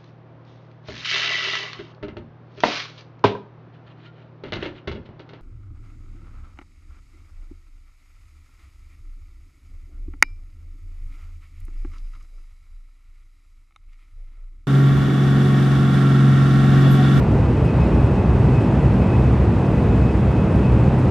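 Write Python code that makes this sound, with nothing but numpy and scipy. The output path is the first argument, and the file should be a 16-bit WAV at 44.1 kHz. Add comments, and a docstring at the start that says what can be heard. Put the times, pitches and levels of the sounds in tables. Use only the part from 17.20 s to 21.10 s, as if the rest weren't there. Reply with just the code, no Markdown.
"""A steady roar of wheels and air comes through the floor of a fast train's passenger car: shaped noise.
Car-body resonances colour it as narrow noise bands; a low drone of shaft orders is made of sines.
A wavering gear whine mixes a sine with narrow noise, and a faint mains buzz is a set of high harmonics.
A few light ticks from the trim are puffs of treble noise. Two close microphone ports pick it all up."""
import sys
import numpy as np
from scipy import signal
from scipy.fft import rfft, irfft
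from scipy.io import wavfile
from scipy.ndimage import uniform_filter1d

SR = 44100
rng = np.random.default_rng(int(sys.argv[2]) if len(sys.argv) > 2 else 0)


def unload_wav(signal):
    """Save mono or channel-first audio to the path in sys.argv[1] as 16-bit WAV at rate SR, clipped to [-1, 1]."""
    wavfile.write(
        sys.argv[1],
        SR,
        np.round(np.clip(np.atleast_2d(signal).T, -1, 1) * 32767).astype(np.int16),
    )


N = 171990  # samples


def gain_of(db):
    """Level definition: 20 dB is a factor of ten in amplitude."""
    return 10 ** (np.asarray(db) / 20)


def evened(x):
    """Normalization to rms 1."""
    return x / np.sqrt(np.mean(x ** 2) + 1e-20)


def spectrum_at(points, hz):
    """Spectral envelope: straight lines on a log-frequency axis."""
    f, value = np.transpose(points)
    return np.interp(np.log(hz + 1), np.log(f + 1), value)


def level_over_time(points):
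    """Temporal envelope: straight lines in time."""
    return np.interp(np.arange(N) / SR, *np.transpose(points))


def drift(top_hz, low_hz=.3):
    """Slow random modulation of rms 1: superposed sines of random phase, weaker towards top_hz."""
    t = np.arange(0, N + 256, 128) / SR
    slow = np.zeros(len(t))
    for f in np.geomspace(low_hz, top_hz, num=24):
        slow += np.sin(2 * np.pi * (f * t + rng.random())) / np.sqrt(f)
    return np.interp(np.arange(N) / SR, t, evened(slow))


def ringing(hz, width_hz):
    """Resonance driven by noise, rms 1; width_hz is the full width at half amplitude."""
    f = np.fft.rfftfreq(N, 1 / SR)
    response = 1 / (1 + (2 * (f - hz) / width_hz) ** 2)
    return evened(irfft(rfft(rng.standard_normal(N)) * response, N))


def tone(hz):
    """Frequency modulation: a sine of rms 1 whose phase integrates the pitch curve."""
    cycles = np.cumsum(hz * np.ones(N)) / SR + rng.random()
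    return np.sqrt(2) * np.sin(2 * np.pi * cycles)


# Trim ticks: t/s, level/dB (decay line at onset, before the soft rise), decay time/s (to -60 dB)
TRIM_TICKS = [(.110, -55, .09), (.141, -61, .09), (.445, -53, .12), (1.403, -54, .07), (3.103, -56, .13),
              (3.351, -55.5, .1), (3.531, -61, .1), (3.781, -54, .14), (3.831, -60, .16)]
# Spectral envelope of a tick: f/Hz, relative level/dB
TICK_SPECTRUM = [(4000, -10), (6000, -2), (8000, -3), (9500, 0), (11000, -8), (12500, -17), (15500, -28)]
TICK_RISE_S, TICK_SIDE_DB = .008, -8  # side relative to mid


def ticks():
    """Exponential decay: soft-edged puffs of treble noise, as mid and side."""
    t, f = np.arange(N) / SR, np.fft.rfftfreq(N, 1 / SR)
    envelope = np.zeros(N)
    for onset, db, t60 in TRIM_TICKS:
        age = np.maximum(t - onset, 0)
        rise = np.minimum(age / TICK_RISE_S, 1)
        envelope += rise * gain_of(db - 60 * age / t60)
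    colour = gain_of(spectrum_at(TICK_SPECTRUM, f)) * (f > 2000)
    hiss = irfft(rfft(rng.standard_normal((2, N))) * colour, N)
    return envelope * evened(hiss) * gain_of([[0], [TICK_SIDE_DB]])


MAINS_HZ, BUZZ_WAVER_DB = 60, 2.5  # waver: rms
# Mains harmonics that sound: harmonic number
MAINS_HARMONICS = [68, 102, 107, 135, 136, 137, 139, 140, 141, 143, 145, 170, 171, 174, 176, 177, 181]
# Their strengths in the same order: level/dB (rms in the mid, before the waver)
HARMONIC_LEVELS = [-78, -83, -84, -84, -84, -85, -85, -84, -87, -79, -81, -88, -87, -92, -91, -94, -92]


def buzz():
    """Harmonic series: thin high multiples of the mains frequency, each wavering in level."""
    total = np.zeros(N)
    for k, db in zip(MAINS_HARMONICS, HARMONIC_LEVELS):
        total += gain_of(db + BUZZ_WAVER_DB * drift(5)) * tone(k * MAINS_HZ)
    return total


# Gear whine envelope: t/s, level/dB (rms of sine and fuzz together in the mid, before the flutter)
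WHINE_LEVEL = [(0.0, -62), (0.4, -53), (0.49, -42.5), (0.52, -53), (0.63, -46), (0.69, -60), (0.85, -51),
               (1.32, -55), (1.35, -43), (1.56, -57), (1.59, -47), (1.63, -57), (1.93, -46.5), (2.36, -65),
               (2.38, -54), (2.79, -50), (2.85, -54), (2.88, -46.5), (3.08, -60), (3.16, -44), (3.25, -50),
               (3.32, -48), (3.43, -53), (3.65, -49.5), (3.71, -66), (3.78, -50.5), (3.83, -60), (3.9, -53)]
WHINE_HZ, WHINE_WANDER_HZ, WHINE_FLUTTER_DB = 2552.5, 7, 2.5  # wander and flutter: rms
FUZZ_WIDTH_HZ, FUZZ_SHARE, OCTAVE_DB = 45, .45, -21  # share: amplitude of the narrow noise


def whine():
    """Modulated line spectrum: a gear tone that comes and goes, with a noise skirt and blurred octave."""
    pure = tone(WHINE_HZ + WHINE_WANDER_HZ * drift(14, 1))
    octave = gain_of(OCTAVE_DB) * ringing(2 * WHINE_HZ, 2 * FUZZ_WIDTH_HZ)
    envelope = gain_of(level_over_time(WHINE_LEVEL) + WHINE_FLUTTER_DB * drift(20, 5))
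    fuzz = FUZZ_SHARE * ringing(WHINE_HZ, FUZZ_WIDTH_HZ)
    # The shares of sine and fuzz add to one in power.
    return envelope * (np.sqrt(1 - FUZZ_SHARE ** 2) * pure + fuzz + octave)


SHAFT_HZ, SHAFT_WANDER, DRONE_WAVER_DB = 62.75, 0.01614, 3  # wander: rms fraction of pitch; waver: rms
# Shaft orders 1, 2, 3: level/dB (rms before the waver)
SHAFT_ORDER_LEVELS = [-25.5, -29.5, -32]


def drone():
    """Rotational orders: multiples of one shaft rate share its pitch wander, but waver separately."""
    hz = SHAFT_HZ * (1 + SHAFT_WANDER * drift(8, 1))
    total = np.zeros(N)
    for order, db in enumerate(SHAFT_ORDER_LEVELS, start=1):
        total += gain_of(db + DRONE_WAVER_DB * drift(6.2, 0.98)) * tone(order * hz)
    return total


# Car-body resonances: f/Hz, width/Hz, level/dB (rms)
BODY_MODES = [(67.7, 13, -27), (102, 6, -28.5), (124.3, 8.6, -25.5), (155.7, 13, -33), (192.9, 7, -29),
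              (245, 40, -31.5), (315, 7.3, -35), (1988, 49, -55), (7650, 150, -76.5)]


def body():
    """Modal superposition: floor, walls and the air of the car sound at their own pitches."""
    return sum(gain_of(db) * ringing(hz, width) for hz, width, db in BODY_MODES)


# Spectral envelope of the rolling and air noise: f/Hz, relative level/dB (density)
ROAR_SPECTRUM = [(15, -63.5), (25, -38.5), (40, -14), (54, -6), (88, -5), (128, -1), (161, -5.5), (178, -9),
                 (200, -6), (225, -9), (286, -12), (346, -13), (385, -13.5), (500, -17.5), (697, -22.5),
                 (898, -23), (1020, -26.5), (1600, -34.5), (2190, -39.5), (2590, -39), (2940, -44.5),
                 (3960, -51.5), (5000, -55.5), (6000, -59), (7600, -61.5), (9000, -65.5), (10300, -68.5),
                 (11000, -76.5), (12000, -78.5), (13000, -83.5)]
# Stereo width of the nearly mono bass: f/Hz, level/dB (side relative to mid)
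BASS_SIDE = [(25, -56), (60, -58), (75, -48), (100, -37), (130, -34), (170, -29)]
# Stereo width above the bass: f/Hz, level/dB (side relative to mid)
UPPER_SIDE = [(230, -21), (370, -22), (900, -18), (2200, -13.5), (5000, -10.5), (9000, -8), (11000, -2),
              (15000, -1)]
ROAR_DB = -16.5  # rms of the mid
TOP_FALL_DB, TOP_HZ = -3, 15700  # the spectrum falls this much further from its last point to TOP_HZ
# rms unevenness; patches and flicker fade out below FLICKER_HZ, where half of their dB remains
PATCH_DB, SWELL_DB, FLICKER_DB, FLICKER_HZ = .7, .3, .95, 4500


def roar():
    """Shaped broadband noise: rolling and air as mid and side, with patches, treble flicker and swell."""
    f = np.fft.rfftfreq(N, 1 / SR)
    spectrum = ROAR_SPECTRUM + [(TOP_HZ, ROAR_SPECTRUM[-1][1] + TOP_FALL_DB)]
    colour = gain_of(spectrum_at(spectrum, f)) * (f > 15)
    side_gain = gain_of(spectrum_at(BASS_SIDE + UPPER_SIDE, f))
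    noise = rfft(rng.standard_normal((2, N)))
    pair = irfft(noise * colour * [np.ones(len(f)), side_gain], N)

    hz, t, z = signal.stft(pair, SR, nperseg=512, noverlap=384, boundary="odd")
    patches = rng.standard_normal((len(t), len(hz))).T
    patches = uniform_filter1d(patches, size=6, axis=0)  # across frequency
    patches = evened(uniform_filter1d(patches, size=16, axis=1))  # along time
    flicker = evened(uniform_filter1d(rng.standard_normal(len(t)), size=6))  # common to all bands
    treble_share = 1 / (1 + (FLICKER_HZ / (hz + 1)) ** 4)
    z = z * gain_of(treble_share[:, None] * (PATCH_DB * patches + FLICKER_DB * flicker))
    pair = signal.istft(z, SR, nperseg=512, noverlap=384)[1][:, :N]

    pair = pair * gain_of(SWELL_DB * drift(1.7))
    return gain_of(ROAR_DB) * pair / np.sqrt(np.mean(pair[0] ** 2))


TONES_SIDE = .2  # side/mid amplitude: the whine and the buzz sit a little to one side


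def scene():
    """Mid-side decoding: left is the sum of mid and side, right their difference."""
    mid, side = roar() + ticks()
    tones = whine() + buzz()
    mid = mid + body() + drone() + tones
    side = side + TONES_SIDE * tones
    return np.array([mid + side, mid - side])


# Colour difference of the two ports: f/Hz, level/dB (left relative to right)
PORT_BALANCE = [(150, 0), (230, -.6), (370, -.9), (580, -.5), (1400, -.4), (2200, -.1), (9000, -.1),
                (12000, -2)]
EDGE_HZ = 15730  # upper band limit


def record(dry):
    """Linear filtering: the two ports differ a little in colour, then a low-pass limits the band."""
    edge = 4096  # samples of mirrored margin
    wide = np.pad(dry, ((0, 0), (edge, edge)), mode="reflect", reflect_type="odd")
    length = wide.shape[1]
    half_balance = spectrum_at(PORT_BALANCE, np.fft.rfftfreq(length, 1 / SR)) / 2
    ports = irfft(rfft(wide) * gain_of([half_balance, -half_balance]), length)
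    low_pass = signal.firwin(1023, EDGE_HZ, window=("kaiser", 9), fs=SR)
    return signal.oaconvolve(ports, low_pass[None], "same", axes=1)[:, edge:edge + N]


dry = scene()
out = record(dry)
unload_wav(out)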